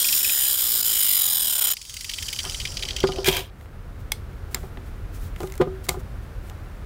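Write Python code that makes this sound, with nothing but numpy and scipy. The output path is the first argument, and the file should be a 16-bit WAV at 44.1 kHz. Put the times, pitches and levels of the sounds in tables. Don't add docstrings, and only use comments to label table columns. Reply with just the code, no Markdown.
import sys
import numpy as np
from scipy import signal
from scipy.fft import rfft, irfft
from scipy.io import wavfile
from scipy.ndimage import uniform_filter1d

SR = 44100
rng = np.random.default_rng(int(sys.argv[2]) if len(sys.argv) > 2 else 0)


def persist_wave(psi):
    counts = np.round(np.clip(psi, -1, 1) * 32767).astype(np.int16)
    wavfile.write(sys.argv[1], SR, np.atleast_2d(counts).T)


def gain_from_decibels(decibels):
    exponent = np.asarray(decibels, float) / 20
    return 10 ** exponent


N = 302085
T = np.arange(N) / SR
LIFT_OFF_S = 1.742
FLAT = ((1, 0), (2, 0))  # (frequency [Hz], level [dB])


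def evened(x):
    return x / np.sqrt(np.mean(x ** 2) + 1e-20)


def curves(rows, outside=None):
    s, first, *rest = np.transpose(rows)
    return [np.interp(T, s, first, outside, outside)] + [np.interp(T, s, c) for c in rest]


def colour(x, peaks, lo_hz, hi_hz, base_db=-14, spectrum=FLAT):
    hz = abs(np.fft.fftfreq(8192, 1 / SR)) + 1
    f, db = np.transpose(spectrum)
    power = gain_from_decibels(2 * (base_db + np.interp(np.log(hz), np.log(f), db)))
    power = power + sum(gain_from_decibels(2 * d) / (1 + (2 * (hz - c) / w) ** 2) for c, w, d in peaks)
    power = power / (1 + (lo_hz / hz) ** 8) / (1 + (hz / hi_hz) ** 12)
    log_response = np.conj(signal.hilbert(np.log(power + 1e-10) / 2))
    taps = np.fft.ifft(np.exp(log_response)).real[:4096]
    return signal.oaconvolve(x, taps / np.linalg.norm(taps))[:N]


def gritty(per_s, spread_db, share):
    size = gain_from_decibels(spread_db * np.minimum(rng.exponential(1, N), 5)) * (rng.random(N) < per_s / SR)
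    smear = np.exp(-np.arange(60) / 14)
    grains = evened(np.convolve(size, smear)[:N])
    return evened((1 + share * grains) * rng.standard_normal(N))


def mottled(x, depth_db, frames, bins):
    z = signal.stft(x, nperseg=256)[2]
    patches = uniform_filter1d(rng.standard_normal(z.shape), bins, axis=0)
    patches = depth_db * evened(uniform_filter1d(patches, frames, axis=1))
    z = z * gain_from_decibels(patches) / np.sqrt(np.mean(gain_from_decibels(2 * patches)))
    return signal.istft(z, nperseg=256)[1][:N]


def bursts(events, peaks, lo_hz, split_hz, rise, echo_db, echo_t60, spectrum=FLAT, base_db=-14,
           tick=0., spike_db=-99):
    low, high = np.zeros((2, N + SR))
    noise, spikes = rng.standard_normal(N), np.zeros((2, N))
    t = np.arange(round(.2 * SR)) / SR
    tail = gain_from_decibels(echo_db - 60 * t / echo_t60) * np.minimum(t / 0.0076, 1)
    for s, peak_db, treble_db, length in events:
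        rap = np.exp(-(t / max(length, .0005)) ** 1.26) + tick * np.exp(-t / 0.00083)
        rap *= np.minimum(t / rise, 1)
        at = round(s * SR)
        rap *= np.linalg.norm(rap) / np.linalg.norm(rap[:N - at] * noise[at:at + len(t)])
        low[at:at + len(t)] += gain_from_decibels(peak_db - 11) * (rap + tail)
        high[at:at + len(t)] += gain_from_decibels(peak_db - 6.5 + treble_db) * (rap ** 1.26 + tail)
        spikes[:, at + 4] += gain_from_decibels([peak_db + spike_db, peak_db + spike_db + treble_db])
    low = colour(low[:N] * noise + spikes[0], peaks, lo_hz, split_hz, base_db, spectrum)
    return low + colour(high[:N] * noise + spikes[1], peaks, split_hz, 21000, base_db, spectrum)


# (frequency [Hz], level [dB per Hz])
SHOP = [(12, -33), (20, -6), (43, -2), (86, -4.5), (217, -24.5), (464, -22), (549, -25.5), (668, -27),
        (910, -30.5), (1390, -27), (1790, -31.5), (2960, -41), (3920, -44), (14300, -62), (16400, -79)]
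# (centre time [s], level [dB], half length [s])
RUSTLE = [(3.624, -62, 0.044), (4.006, -58, 0.018), (4.525, -53, .015), (4.608, -53, 0.078),
          (4.875, -58, 0.03), (5.157, -48, 0.023), (5.243, -50, 0.051), (5.434, -48, 0.055),
          (5.552, -56, 0.061), (5.849, -43.5, 0.011), (5.917, -45, 0.036), (6.0, -51.5, .012),
          (6.237, -60, .015), (6.48, -56, 0.045)]


def background():
    lumps = evened(uniform_filter1d(uniform_filter1d(rng.standard_normal(N), size=2500), size=2500))
    hums = [(42.2, 26, 0.6), (82.6, 30.4, -2.5)]  # (frequency [Hz], width [Hz], level [dB])
    shop = evened(colour(rng.standard_normal(N), hums, 25.4, 20000, -1.5, SHOP))
    rumble = signal.sosfiltfilt(signal.butter(2, 250, fs=SR, output="sos"), shop)
    shop = gain_from_decibels(-35.5) * (shop - rumble + rumble * gain_from_decibels(1.0 * lumps))
    hiss = gain_from_decibels(-66) * colour(rng.standard_normal(N), [], 8700, 20000)

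    grains = gritty(per_s=1200., spread_db=2.5, share=.3)
    rustle = colour(grains, [(14500, 3900, -1.0), (7460, 3400, -7.0)], 2000, 21000, 3)
    strokes = sum(gain_from_decibels(db) * np.exp(-((T - at) / half) ** 2) for at, db, half in RUSTLE)

    open_db, held_db, sink_db_per_s, recover_s = 1.33, -14.5, -2, 0.46
    drop_db = held_db - open_db + sink_db_per_s * np.minimum(T, LIFT_OFF_S)
    gain_db = open_db + drop_db * np.exp(-(np.maximum(T - LIFT_OFF_S, 0) / recover_s) ** 1.34)
    dent_s, dent_db, dent_recover_s = 3.32, -8, 0.48
    since = np.maximum(T - dent_s, 0)
    gain_db += dent_db * np.minimum(since / .15, 1) * np.exp(-since / dent_recover_s)
    return (shop + hiss) * gain_from_decibels(gain_db) + rustle * strokes


# (time [s], peak level [dB], treble over it [dB])
CLICKS = [(3.611, -37, -12), (3.658, -35.5, -21), (4.571, -31, -18), (4.632, -34, -33), (4.772, -25.5, -29),
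          (5.3618, -27, -15), (5.4037, -24, -9), (5.4161, -35, -6), (5.4322, -26, -10), (5.4731, -31, -6),
          (5.4995, -34, -6), (5.5216, -31, 1), (5.5391, -34, -4), (5.5545, -34, -2), (5.5781, -31, 0),
          (5.867, -34, -8), (5.943, -42, -19), (6.4981, -28, -10)]
# (frequency [Hz], width [Hz], level [dB])
PARTS = [(870, 1000, -6), (2070, 160, -2.5), (3600, 500, -18), (5170, 1100, -12), (7140, 1200, -6.5),
         (11300, 3800, -16), (14500, 2100, -14)]


def clicks():
    click_s, loud_s_per_db = .0031, .00007
    hits = [(s, db, treble_db, click_s + loud_s_per_db * (db + 25)) for s, db, treble_db in CLICKS]
    return bursts(hits, PARTS, 610, 3580, .0001, -27, 0.18, tick=.6, spike_db=-2)


# (time [s], peak level [dB], treble over it [dB], length [s])
CRUNCH = [
    (2.44, -33.5, -1, 0.049),
    (3.038, -12.5, -7.5, 0.0092),
    (4.546, -30.5, -1.5, 0.024),
    (5.606, -23, -6, 0.02),
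    (5.613, -20.5, -3, 0.009),
    (5.887, -19, -10, 0.008),
]


def crunch():
    top = [(840, 650, 5.0), (1320, 910, -14), (2000, 460, -3), (3500, 400, -1)]
    return bursts(CRUNCH, top, 430, 1370, 0.0011, -23, 0.29, [(1000, 19), (4500, 0), (8000, -30)])


# (time [s], peak level [dB], treble over it [dB], length [s])
LATCH = [
    (4.1195, -10.5, 3.5, 0.00089),
    (4.1207, -17, 2.5, 0.0024),
]
CLIP = [
    (4.545, -24, 2.5, .001),
    (4.5458, -13, 4, 0.0022),
]
CATCH = [
    (5.8868, -24, 2.5, .003),
    (5.8898, -14, 4, 0.0017),
    (5.8913, -11.5, 4, .003),
    (5.8985, -26, -1.5, .002),
    (5.906, -31, -1.5, .003),
]
# (frequency [Hz], width [Hz], level [dB])
LATCH_PART = [(855, 46, -5.5), (2150, 80, 4), (3370, 190, -1), (3946, 150, -7), (4320, 200, -3),
              (4970, 300, -3.5), (6000, 130, -5), (8600, 780, -6), (11400, 1500, -10)]
CLIP_PART = [(1530, 100, -10), (2220, 150, -1), (3192, 150, -8), (4200, 200, -4), (5000, 600, -8),
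             (6336, 150, -8), (7100, 160, 0.5), (7397, 110, 0), (8091, 200, -6), (12000, 700, -13),
             (14500, 900, -10)]
CATCH_PART = [(740, 140, 2), (1071, 60, -6), (2115, 110, 7), (2380, 70, -6), (3280, 350, -7),
              (4040, 250, -7.5), (4590, 120, -6), (6650, 180, -9), (7300, 330, -5), (8200, 300, -8)]


def snaps():
    sets = [(LATCH, LATCH_PART), (CLIP, CLIP_PART), (CATCH, CATCH_PART)]
    return sum(bursts(hits, part, 560, 3060, .0004, -30, .2, base_db=-15, tick=.2, spike_db=6)
               for hits, part in sets)


# (frequency [Hz], level [dB], time to fade by 60 dB [s])
BENCH = [(157.3, -7.5, 0.13), (243.4, -7, 0.074), (376.2, 4.5, 0.082), (382.7, -8, 0.36),
         (503.5, -11, 0.15), (736, -4, 0.1), (825, -3, 0.068), (1003, -6, 0.06), (1224, -8, 0.11),
         (1410, -9, 0.074)]
# (time [s], peak level [dB], hardness [dB], weight [dB], rise [ms])
KNOCKS = [(2.46, -31.5, 6, 8, 1.5), (2.838, -36, 6, 3, 1.4), (3.0385, -5.5, -7, 4, 0.83),
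          (3.087, -16.5, -1, 4, 2.5), (3.185, -18.5, -8, -7, 2), (3.279, -8.5, -9, 8, 2.4),
          (3.371, -28.5, 0, 5, 2), (4.544, -27.5, 2, 9, 2), (4.636, -30.5, 3, 9, 1.8),
          (4.772, -31, -2, 10, 2.3), (5.4041, -23, 1.5, -6, 1), (5.413, -25, -5, 9, 2.2),
          (5.4305, -22.5, 0, 2, 0.92), (5.437, -19, -9, -3.5, 1.1), (5.5992, -6.5, -13, -5, 6.3),
          (5.609, -14, -1.5, -3, 1.7), (5.6131, -7.5, -10, -4, 1.1), (5.671, -18.5, -9, 6.5, 1.7),
          (5.887, -17.5, 4, 4.5, 1.7), (5.912, -27, 0, 3, 2), (5.941, -26, 6, 2, 2),
          (5.968, -24.5, -18, -1, 5), (6.507, -39, 12, -3, 0.74)]
# (time [s], level [dB])
DRONE = [
    (2.7, -70),
    (2.8, -51),
    (3.082, -49.5),
    (3.188, -33.5),
    (3.222, -43),
    (3.28, -33),
    (3.4, -38.5),
    (3.5, -68),
]


def knocks():
    out, t = np.zeros(N + SR), np.arange(round(.4 * SR)) / SR
    chances = rng.uniform(-1.4, 1, (len(KNOCKS), 12))
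    for (s, peak_db, hard_db, heavy_db, rise_ms), luck in zip(KNOCKS, chances):
        ring = np.zeros(len(t))
        for (hz, db, t60), u in zip(BENCH, luck):
            tone_db = db + hard_db * (hz > 600) + heavy_db * (hz < 300) + 3.2 * u
            ring += gain_from_decibels(tone_db - 60 * t / t60) * np.sin(2 * np.pi * hz * (1 + 0.012 * u) * t)
        ring *= -np.minimum(t / max(rise_ms / 1000, .0003), 1)
        out[round(s * SR):][:len(t)] += gain_from_decibels(peak_db) * ring / abs(ring).max()
    shaken = rng.standard_normal(N) * gain_from_decibels(curves(DRONE, -120)[0])
    return out[:N] + colour(shaken, [(381, 24, 1.0), (534, 96, -7.5), (720, 71, -5.5)], 255, 1230, -25)


# (time [s], level [dB], treble over it [dB])
SCRAPE = [
    (3.246, -35, -14),
    (3.26, -21, -7),
    (3.288, -18, -3.5),
    (3.302, -25.5, -5),
    (3.378, -23.5, -8.5),
    (3.464, -50, -3),
    (3.5, -52, -20),
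]
# (time [s], peak level [dB])
CATCHES = [(3.2445, -14.5), (3.26, -14), (3.265, -11.5), (3.272, -9.5), (3.2852, -6), (3.296, -16),
           (3.314, -18), (3.326, -16.5), (3.347, -19.5), (3.3672, -9), (3.391, -20), (3.406, -24)]
# (frequency [Hz], width [Hz], level [dB])
TOOTH = [(11250, 250, -11), (12350, 200, -10), (13150, 180, 0), (13800, 240, 0), (14130, 240, 0),
         (14750, 300, -10), (15250, 200, -8), (15600, 250, -7)]
BAR = [(1516, 200, -18), (3000, 50, -7.5), (3470, 46, -7), (3860, 28, -3), (4020, 156, -6), (4990, 36, 0),
       (6960, 150, -1.5), (7870, 98, -27), (8860, 87, -11), (8250, 58, -13), (9050, 210, 0.5),
       (9740, 89, -0.5)]


def scraping():
    db, treble_db = curves(SCRAPE, -120)
    rub = gritty(per_s=700., spread_db=1.0, share=0.27) * gain_from_decibels(db - 4)
    plate = [(964, 42, -1), (1620, 150, -7.5), (2380, 230, -2.5), (3250, 200, 2.5), (3870, 120, -7.5),
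             (4900, 230, -11.5)]
    drag = colour(rub, plate, 550, 5600, -20.0)
    drag += colour(rub * gain_from_decibels(treble_db), BAR + TOOTH, 5000, 17000, -1.5)
    catch_treble_db, catch_s = -8.5, 0.0058
    hits = [(*row, catch_treble_db, catch_s) for row in CATCHES]
    return mottled(drag, 3.0, frames=5, bins=3) + bursts(hits, plate, 1500, 6000, .0003, -18, .07, tick=.8)


# (time [s], level [dB])
COAST = [
    (1.74, -49),
    (1.95, -44.5),
    (2.2, -40),
    (2.62, -40.5),
    (3.216, -43.5),
    (3.25, -51),
]
# (frequency [Hz], level [dB per Hz])
GEARS = [(1000, -8.5), (2000, -17), (3500, -5.5), (5500, 0), (8000, -6.5), (11000, -13), (12500, -23),
         (14000, -17), (16000, -32)]
# (frequency [Hz], width [Hz], level [dB])
HOUSING = [(2050, 290, -8), (2370, 400, -10.5), (3120, 300, 3), (3830, 230, -5.5), (4750, 290, -4),
           (7600, 480, -19.5), (10400, 1700, -26), (15300, 400, -22)]
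# (time [s], peak level [dB], treble over it [dB])
SLAPS = [
    (0.043, -11, -4),
    (.0855, -10.5, -2),
    (0.1265, -10.5, -1.5),
    (.171, -17, 0),
    (.206, -19, -27),
    (.245, -12.5, -4),
    (.293, -12.5, -6),
    (.452, -20.5, -10),
    (.592, -20, -8),
]
# (time [s], peak level [dB], treble over the trend [dB])
CLATTER = [(1.7683, -18.5, -2), (1.815, -22, -0.5), (1.8513, -25.5, 0), (1.895, -23.5, 4), (1.94, -21.5, 3),
           (1.9668, -17.5, 0), (2.0085, -17, 0), (2.045, -14, 0), (2.0933, -13.5, -7), (2.1355, -12, -3),
           (2.185, -14, -6), (2.224, -18.5, 4), (2.284, -15.5, -1), (2.328, -14, 4), (2.3888, -10, -1),
           (2.4503, -17.5, -12), (2.495, -17.5, -3), (2.545, -14, -1), (2.6, -9.5, -1), (2.6525, -10.5, 0),
           (2.7184, -22, 5), (2.77, -10, -3), (2.8246, -13, 5.5), (2.886, -11.5, -1), (2.9638, -9.5, 4),
           (3.003, -14.5, 5), (3.0709, -14.5, 2), (3.12, -17, 1), (3.1597, -19, 4)]
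# (time [s], peak level [dB])
REBOUNDS = [(2.0965, -17.5), (2.114, -19), (2.1815, -20), (2.2268, -18.5), (2.262, -23), (2.2805, -21),
            (2.287, -18), (2.332, -18), (2.361, -16), (2.4015, -15.5), (2.615, -20), (2.833, -15),
            (2.882, -18.5), (2.985, -18.5), (2.4726, -20), (2.52, -17), (2.673, -16), (2.794, -19),
            (2.852, -13.5), (2.907, -11.5), (2.9307, -22), (3.0307, -16), (3.085, -19), (3.1836, -21)]


def gearbox():
    treble_db = -0.5 - 10 * np.clip((T - 2.5) / 0.71, 0, 1)
    rub = gritty(per_s=500., spread_db=4.0, share=.45) * gain_from_decibels(curves(COAST, -120)[0])
    lower = [(1550, 900, -16), (3150, 300, -3), (4750, 350, 3), (5700, 500, -4)]
    whirr = colour(rub, lower, 950, 6000, -3, GEARS)
    whirr += colour(rub * gain_from_decibels(treble_db), HOUSING, 7400, 20000, -6, GEARS)

    slap_s, clatter_s, rebound_s = .008, .006, .005
    case = [(2500, 200, 0), (3300, 250, -8), (5200, 500, -3), (7500, 600, -7)]
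    early = bursts([(*row, slap_s) for row in SLAPS], case, 2060, 4030, 0.00054, -32, .1, base_db=-26)

    start_treble_db, dulling_db_per_s = -2.5, -11.5
    hits = [(*row, clatter_s) for row in CLATTER] + [(*row, 0, rebound_s) for row in REBOUNDS]
    hits = [(s, db, start_treble_db + over_db + dulling_db_per_s * (s - LIFT_OFF_S), length)
            for s, db, over_db, length in hits]
    clatter = bursts(hits, HOUSING, 1900, 6000, .0012, -21, .08, GEARS, -14, tick=.3, spike_db=2)
    return mottled(whirr, 2.2, frames=16, bins=3) + mottled(clatter, 3.0, frames=6, bins=5) + early


def rim_surface(turns, lasts):
    grains = uniform_filter1d(rng.standard_normal((130, 1024)), max(round(lasts), 1), axis=0)
    uneven = gain_from_decibels(3 * np.clip(rng.standard_normal(513), -2, 1.6))
    grains = irfft(rfft(grains) * uneven * np.clip(np.arange(513) / 40, .75, 1))
    turn = np.clip(turns + 2, 0, 129).astype(int)
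    return evened(grains[turn, (turns % 1 * 1024).astype(int)])


# (share of a turn, level [dB])
RIM = [(0, 2.5), (.05, 3.5), (.15, -2), (.22, 2), (.33, -6.5), (.42, -11.5), (.49, -10.5), (.56, -3.5),
       (.67, 3), (.82, -2), (.93, 0), (1, 0)]
# (time [s], level [dB])
GRIND = [
    (0, -25),
    (.09, -24.5),
    (.15, -22),
    (.22, -24.5),
    (.7, -24),
    (1.1, -22),
    (1.57, -27),
    (1.63, -24),
    (1.74, -27),
]
# (time [s], level [dB], half length [s])
LIFTS = [
    (.038, -5, .006),
    (0.225, -8, .0036),
    (.567, -7, 0.0095),
    (0.822, -16, .005),
    (.8305, 5, .002),
    (.838, -12, .004),
    (1.604, -8, 0.0056),
    (1.623, 4, .002),
    (1.73, -9, .004),
    (1.735, 5, .002),
]
# (frequency [Hz], level [dB per Hz])
GRIT = [(59, -44.5), (100, -18.5), (420, -17), (1950, -12.5), (2720, -15), (3060, 1), (4540, -12.5),
        (5110, 0), (6220, -15.5), (6860, -2.5), (11000, -9), (14300, -24), (22000, -120)]
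# (multiple of disc speed, level at start [dB], fade [dB per s])
WHINE = [(1.0, -59.5, 1), (1.986, -62.5, -3), (3.0, -58, 4), (4.0, -63, 2), (4.97, -61.5, 0.5),
         (6.99, -61, 8), (16.9, -66, 1), (18.8, -67, 4), (24.9, -55, 7), (45.9, -55, 4), (49.3, -52, 6.5),
         (56.2, -50, 8), (84.4, -47, 6), (95.5, -50, 2)]
# (frequency [Hz], level [dB])
MESH = [(2300, -60), (2950, -54), (3700, -41), (4100, -43), (4450, -50), (4900, -44), (5250, -36)]


def grinding():
    start_turn, start_rps, drag_rps2, brake_rps3 = -.468, 76.81, 22.177, 5.518
    t = np.minimum(T, 1.8)
    turns = start_turn + start_rps * t - drag_rps2 * t ** 2 / 2 - brake_rps3 * t ** 3 / 6
    speed = start_rps - drag_rps2 * t - brake_rps3 * t ** 2 / 2

    leave_db = np.where(T > LIFT_OFF_S, -120, -7 * np.clip(1 + (T - LIFT_OFF_S) / 0.017, 0, 1))
    pressure_db = curves(GRIND)[0]
    bar_db = -28 + 0.59 * (pressure_db + 24) + leave_db
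    pressure_db = pressure_db + leave_db

    uneven = 0.57 + (1.15 - 0.57) * np.minimum(t / 1.9, 1)
    wobble = evened(uniform_filter1d(rng.standard_normal(N), size=500))
    bite_db = uneven * np.interp((turns + 0.019 * wobble) % 1, *np.transpose(RIM))
    bite_db += sum(db * np.exp(-((T - at) / half) ** 2) for at, db, half in LIFTS)

    grit = gritty(per_s=1800., spread_db=3.6, share=.45)
    worn = evened(grit + 1.25 * rim_surface(turns, lasts=14))
    hiss = colour(grit * gain_from_decibels(pressure_db + 1.5 + bite_db), TOOTH, 10400, 18000, -20)
    ring = colour(worn * gain_from_decibels(bar_db + 0.8 * bite_db), BAR, 85, 15300, -5.5, GRIT)

    tones = sum(np.sqrt(2) * gain_from_decibels(db - fade * T) * np.sin(2 * np.pi * k * turns + 0.49 * wobble)
                for k, db, fade in WHINE)
    teeth = 74
    mesh = 1 + .5 * np.cos(2 * np.pi * turns)
    mesh_db = np.interp(teeth * speed, *np.transpose(MESH)) + .8 * bite_db
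    tones += np.sqrt(2) * gain_from_decibels(mesh_db) * mesh * np.sin(2 * np.pi * teeth * turns + .8 * wobble)
    return hiss + mottled(ring, 1.68, frames=60, bins=2) + tones * (pressure_db > -100)


def scene():
    after = background() + clicks() + crunch() + snaps() + knocks()
    return (after + scraping() + gearbox() + grinding())[None]


def band_limit(x):
    return signal.sosfilt(signal.butter(12, 16550, fs=SR, output="sos"), x)


def record(dry):
    edge = signal.firwin(301, 15840, window=("kaiser", 6), fs=SR)
    mix = signal.oaconvolve(dry, edge[None], "same")
    return band_limit(mix)


dry = scene()
out = record(dry)
persist_wave(out)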